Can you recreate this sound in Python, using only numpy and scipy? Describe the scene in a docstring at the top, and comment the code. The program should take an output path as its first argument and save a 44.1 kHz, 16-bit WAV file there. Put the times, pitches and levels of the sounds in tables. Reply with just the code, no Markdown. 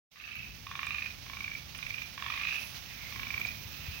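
"""Small frogs croak by turns at night. Each croak is a train of pulses, about 27 a second, that mostly
swells and climbs in pitch. A pulse joins the tone of the vocal sac to a low knock and a rasp from the
throat, and nearby ground and plants scatter it. Faint ticks, a rustle and dull bumps on the microphone
sound over a steady hiss and a low rumble. The left microphone is the duller one."""
import sys
import numpy as np
from scipy import signal
from scipy.fft import rfft, irfft
from scipy.io import wavfile
from scipy.ndimage import uniform_filter1d

SR = 44100
rng = np.random.default_rng(int(sys.argv[2]) if len(sys.argv) > 2 else 0)


def waveform_to_disk(signal):
    """Save audio, clipped to [-1, 1], as 16-bit WAV at the path in sys.argv[1]."""
    frames = np.transpose(np.atleast_2d(signal))
    scaled = np.clip(frames, -1, 1) * 32767
    samples = np.round(scaled).astype(np.int16)
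    wavfile.write(sys.argv[1], SR, samples)


N = 176400
T = np.arange(N) / SR

# The croaks. Each row: first and last pulse in seconds, extra wait after the first pulse in seconds,
# level in dB, swell in dB, crest as a share of the length, first and last pitch in Hz, relative gains
# of knock, rasp, scatter and left side in dB, roughness from 0 to 1, left phase lead in seconds,
# echo delay in seconds, echo gain in dB.
CALLS = [ (0.16, 0.471, 0.0047, -37, 10.5, 0.55, 2517, 2623, -12, -6, 7, 3, .4, -0.0036, 0.0098, -9),
         (0.67, 1.061, 0.01, -25.5, 18.5, 0.82, 2317, 2510, -5.5, -4, -1, 2.5, 0.07, -.00002, 0.022, -10.5),
         (1.266, 1.553, -0.003, -28, 12, 0.74, 2290, 2340, -11, -8.5, -4, 3, .08, .0001, .018, -8),
         (1.75, 2.021, 0.002, -27.5, 6, 0.7, 2350, 2340, -16, -5.5, -4, 0.5, .2, .00022, .014, -15),
         (2.18, 2.565, 0.011, -26.5, 14, 0.61, 2328, 2495, -3, -1.5, 2, 0.5, 0.15, -.00002, 0.023, -14.5),
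         (2.36, 2.62, 0.002, -27, 5.5, 0.49, 2513, 2602, -40, -11.5, 2, 1.5, 0.4, -.00005, .012, -5),
         (2.856, 3.127, 0, -44.5, 0, 0.97, 2360, 2370, -15, -4, 9, 1, .9, -.00005, .012, -7),
         (3.125, 3.488, 0, -25.5, 12, 0.72, 2290, 2370, -12, -9, -0.5, 1.5, .12, .0001, .018, -9),
         (3.692, 3.997, 0.00074, -41.5, 7, 0.68, 2626, 2584, -14, -4.5, 7.5, 2, 0.85, -.00005, .012, -5), ]
# Throat resonances. Each row: frequency ratio to the low partial, gain in dB, decay in seconds.
THROAT_MODES = [(1.026, -3.5, 0.005), (0.985, -20.5, 0.018), (1.624, -7, .0016), (3.188, -3.5, 0.00095)]
# Spectra of the rasp, scattered sound, hiss and rumble. Each row: frequency in Hz, relative level in dB.
RASP_SPECTRUM = [(780, -44), (1020, -2), (1400, 3), (1750, 8.5), (2100, 9), (2650, 13.5), (3100, 4),
                 (3650, 4), (4300, -2.5), (6200, -12), (7500, -31)]
SCATTER_SPECTRUM = [(1100, -3), (1700, -.5), (2400, -1), (3800, 1.5)]
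HISS_SPECTRUM = [(200, -3), (400, -10), (700, -6), (1400, -5), (2000, -1), (2500, 3.5), (3100, 1),
                 (4200, 0), (6200, -1), (6800, -13), (8200, -18.5), (11000, -14.5), (13000, -16),
                 (14300, -8), (15700, -4)]
RUMBLE_SPECTRUM = [(29, -53), (42, -5.5), (68, -2.5), (110, -3.5), (160, -8), (230, -11), (330, -20),
                   (600, -28.5), (1500, -57)]
# Faint ticks. Each row: start in seconds, level in dB, centre in Hz, width in octaves, decay in seconds.
TICK_BURSTS = [(0.353, -52, 12500, 0.19, 0.0099), (0.865, -43.5, 7000, 0.48, 0.0027),
               (1.776, -48.5, 9400, 0.13, 0.0066), (2.36, -50, 11200, 0.19, 0.0059),
               (2.764, -47, 1120, 1, 0.0021), (3.036, -47.5, 880, 0.44, 0.0025),
               (3.302, -56, 890, 1, 0.0059), (3.396, -39.5, 2490, 1.7, 0.0068),
               (3.456, -39, 2200, 1.3, 0.0081), (3.468, -35.5, 4780, 0.38, 0.0044)]
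# Bumps on the microphone. Each row: start in seconds, level in dB.
MIC_BUMPS = [(3.340, -43), (3.650, -42), (3.742, -43), (3.797, -40), (3.881, -32)]
# Envelopes of the hiss, its sizzling top and the rumble. Each row: time in seconds, level in dB.
HISS_ENVELOPE = [(0.095, -120), (0.118, -55.5), (0.2, -51.5), (0.4, -47.5), (1.0, -44.5), (2.0, -43),
                 (2.3, -43), (2.6, -39.5), (2.9, -42.5), (3.4, -41.5), (4.0, -42.5)]
SIZZLE_ENVELOPE = [(0.11, -81), (0.4, -59), (2.0, -83), (2.9, -56), (3.4, -49.5), (4.0, -50.5)]
RUMBLE_ENVELOPE = [(0.11, -81), (0.25, -63.5), (0.37, -55), (1.7, -53.5), (2.3, -55.5), (2.98, -56),
                   (3.2, -48.5), (3.55, -51.5), (3.8, -52), (4.0, -52)]
# Response of the left microphone against the right. Each row: frequency in Hz, gain in dB.
LEFT_RESPONSE = [(60, 4.5), (130, 3.5), (300, -4), (700, -3), (1200, -6.5), (2400, -10), (3200, -11),
                 (4400, -18), (8000, -13.5), (15000, -15.5)]

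PULSE_SPACING_S, PULSE_LEAD_S, PULSE_ATTACK_S = .0375, .0028, .0014
PITCH_JITTER, SHIMMER_DB, FIRST_PULSE_DB = .012, .6, -1.5
SAC_HOLD_S, FIRST_HOLD_SHARE, SAC_ROUGH_HZ = .0042, .73, 195   # early pulses are shorter
LOW_PARTIAL_RATIO, KNOCK_CREST, KNOCK_FADE_DB, RASP_FADE_DB = .47, .22, 23.5, 6
PATH_SPREAD_CYCLES = .1   # the paths to the two microphones differ from pulse to pulse
SCATTER_T60_S, SCATTER_ONSET_S, SCATTER_GAP_SHARE = .33, .0051, .87


def frogs():
    """Direct and reflected sound add at the microphones; far frogs are heard mostly by reflection."""
    direct, reflected = np.zeros((2, N)), np.zeros((2, N))
    for *call, scatter_db, left_db, roughness, lead_s, echo_s, echo_db in CALLS:
        voice = croak(*call, roughness, lead_s) * from_db([[left_db], [0]])
        direct += voice
        reflected += scatter(voice, scatter_db, echo_s, echo_db)
    return direct + colour(reflected, SCATTER_SPECTRUM)


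def croak(start, end, wait, db, swell_db, crest, first_hz, last_hz, knock_db, rasp_db, roughness, lead_s):
    """Pulsed excitation: each pulse drives a tone in the vocal sac and a knock and rasp in the throat."""
    out = np.zeros((2, N + SR))
    span = end - start - wait
    count = int(round(span / PULSE_SPACING_S)) + 1
    t = np.arange(SR // 32) / SR
    throat_noise = unit_power(colour(rng.standard_normal((2, N)), RASP_SPECTRUM))
    waver = sac_waver(roughness)
    for k, (detune, force, phase, path) in enumerate(rng.standard_normal((count, 4))):
        along = k / (count - 1)
        piece = slice(k * len(t), (k + 1) * len(t))
        hz = (first_hz + (last_hz - first_hz) * along) * (1 + PITCH_JITTER * detune)
        cycles = hz * t + np.array([[hz * lead_s + PATH_SPREAD_CYCLES * path], [0]])
        effort = from_db(-swell_db * ((along - crest) / crest) ** 2)
        hold = SAC_HOLD_S * (FIRST_HOLD_SHARE + (1 - FIRST_HOLD_SHARE) * min(2 * along, 1))
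        tone = np.real(waver[piece] * np.exp(2j * np.pi * (cycles + phase)))
        sac = effort * tone * burst(t, PULSE_ATTACK_S, hold, decay_s=.0014)
        knock = throat_knock(t, LOW_PARTIAL_RATIO * cycles)
        knock *= from_db(knock_db - KNOCK_FADE_DB * (along - KNOCK_CREST) ** 2)
        rasp = throat_noise[:, piece] * burst(t, PULSE_ATTACK_S, hold_s=.0014, decay_s=.004)
        rasp *= np.sqrt(effort) * from_db(rasp_db - RASP_FADE_DB * along)
        gain = from_db(db + SHIMMER_DB * force + FIRST_PULSE_DB * (k == 0))
        onset = int((start + along * span + wait * (1 - .25 ** k) - PULSE_LEAD_S) * SR)
        out[:, onset:onset + len(t)] += gain * (sac + knock + rasp)
    return out[:, :N]


def sac_waver(roughness):
    """Random modulation of amplitude and phase roughens the tone of the vocal sac."""
    lowpass = signal.butter(2, SAC_ROUGH_HZ, fs=SR, output="sos")
    noise = unit_power(signal.sosfilt(lowpass, rng.standard_normal((2, N))))
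    return np.sqrt(1 - roughness) + np.sqrt(roughness / 2) * (noise[0] + 1j * noise[1])


def throat_knock(t, cycles):
    """Modal ringing: each resonance of the throat dies away as a damped sinusoid."""
    return sum(from_db(db) * np.sin(2 * np.pi * ratio * cycles) * burst(t, .001, .001, decay_s)
               for ratio, db, decay_s in THROAT_MODES)


def scatter(x, scatter_db, echo_s, echo_db):
    """Scattering by ground and plants: convolution with many weak reflections and one distinct echo."""
    t = np.arange(SR // 2) / SR
    tail = rng.standard_normal((2, len(t))) * (rng.random((2, len(t))) < .05)
    tail *= from_db(-60 * t / SCATTER_T60_S) * np.clip(t / SCATTER_ONSET_S - SCATTER_GAP_SHARE, 0, 1)
    tail *= from_db(scatter_db) / np.sqrt(np.sum(tail ** 2, axis=1, keepdims=True))
    tail[:, int(echo_s * SR)] += from_db(echo_db)
    return signal.fftconvolve(x, tail, axes=1)[:, :N]


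def ticks():
    """Transients: bands of noise that decay within milliseconds are heard as ticks."""
    return sum(from_db(db) * band_noise(hz, octaves) * burst(T - start, .002, 0, decay_s)
               for start, db, hz, octaves, decay_s in TICK_BURSTS)


def rustle(peak_s=2.645, width_s=.06, db=-52):
    """A Gaussian envelope on a high band of noise gives a soft rustle with no sharp onset."""
    return from_db(db) * band_noise(hz=11800, octaves=.3) * np.exp(-.5 * ((T - peak_s) / width_s) ** 2)


def bumps(hz=85, decay_s=.011):
    """Heavy damping: a bump on the microphone dies within a few low cycles."""
    return sum(-from_db(db) * np.sin(2 * np.pi * hz * (T - s)) * burst(T - s, decay_s / 2, 0, decay_s)
               for s, db in MIC_BUMPS)


def background(flicker_db=1):
    """Filtered random noise: a slightly flickering hiss, a narrow sizzle above it and a rumble below."""
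    flicker = unit_power(uniform_filter1d(rng.standard_normal(N), SR // 50))
    hiss = envelope(HISS_ENVELOPE) * from_db(flicker_db * flicker)
    hiss = hiss * stereo_noise(HISS_SPECTRUM, correlation=.13)
    sizzle = envelope(SIZZLE_ENVELOPE) * np.array([band_noise(hz=15200, octaves=.14) for _ in range(2)])
    rumble = envelope(RUMBLE_ENVELOPE) * stereo_noise(RUMBLE_SPECTRUM, correlation=.48)
    return hiss + sizzle + rumble


def stereo_noise(spectrum, correlation):
    """Partial coherence: each side mixes shared noise with noise of its own."""
    shared = np.sqrt(correlation) * rng.standard_normal(N)
    separate = np.sqrt(1 - correlation) * rng.standard_normal((2, N))
    return unit_power(colour(shared + separate, spectrum))


def band_noise(hz, octaves):
    """Band-pass filtering of pink noise by a bell curve in log frequency."""
    f = np.maximum(np.fft.rfftfreq(N, 1 / SR), 1)
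    bell = np.exp(-.5 * (np.log2(f / hz) / octaves) ** 2)
    return unit_power(irfft(rfft(rng.standard_normal(N)) * bell / np.sqrt(f), N))


def colour(x, curve):
    """Linear filtering: the spectrum is multiplied by a gain curve."""
    hz, db = np.transpose(curve)
    f = np.maximum(np.fft.rfftfreq(2 * N, 1 / SR), 1)
    gain = from_db(np.interp(np.log(f), np.log(hz), db))
    return irfft(rfft(x, 2 * N) * gain)[..., :N]


def burst(t, attack_s, hold_s, decay_s):
    """Exponential decay after a linear rise and a hold."""
    return np.clip(t / attack_s, 0, 1) * np.exp(-np.maximum(t - attack_s - hold_s, 0) / decay_s)


def envelope(rows):
    """Gain over time, interpolated in decibels; silent before the first row."""
    return from_db(np.interp(T, *np.transpose(rows), left=-140))


def from_db(db):
    """Amplitude grows tenfold with every 20 dB."""
    return 10 ** (np.asarray(db) / 20)


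def unit_power(x):
    """Normalisation by the root mean square."""
    return x / np.sqrt(np.mean(x ** 2) + 1e-20)


def scene():
    """Superposition: the pressures of all sources add."""
    return frogs() + background() + ticks() + rustle() + bumps()


def record(dry, low_cut_hz=33, high_cut_hz=15950):
    """Frequency response: the left microphone is duller, and both lose the deepest bass and the top."""
    heard = np.array([colour(dry[0], LEFT_RESPONSE), dry[1]])
    heard = signal.sosfilt(signal.butter(2, low_cut_hz, "high", fs=SR, output="sos"), heard)
    return signal.sosfilt(signal.ellip(12, .1, 80, high_cut_hz, fs=SR, output="sos"), heard)


dry = scene()
out = record(dry)
waveform_to_disk(out)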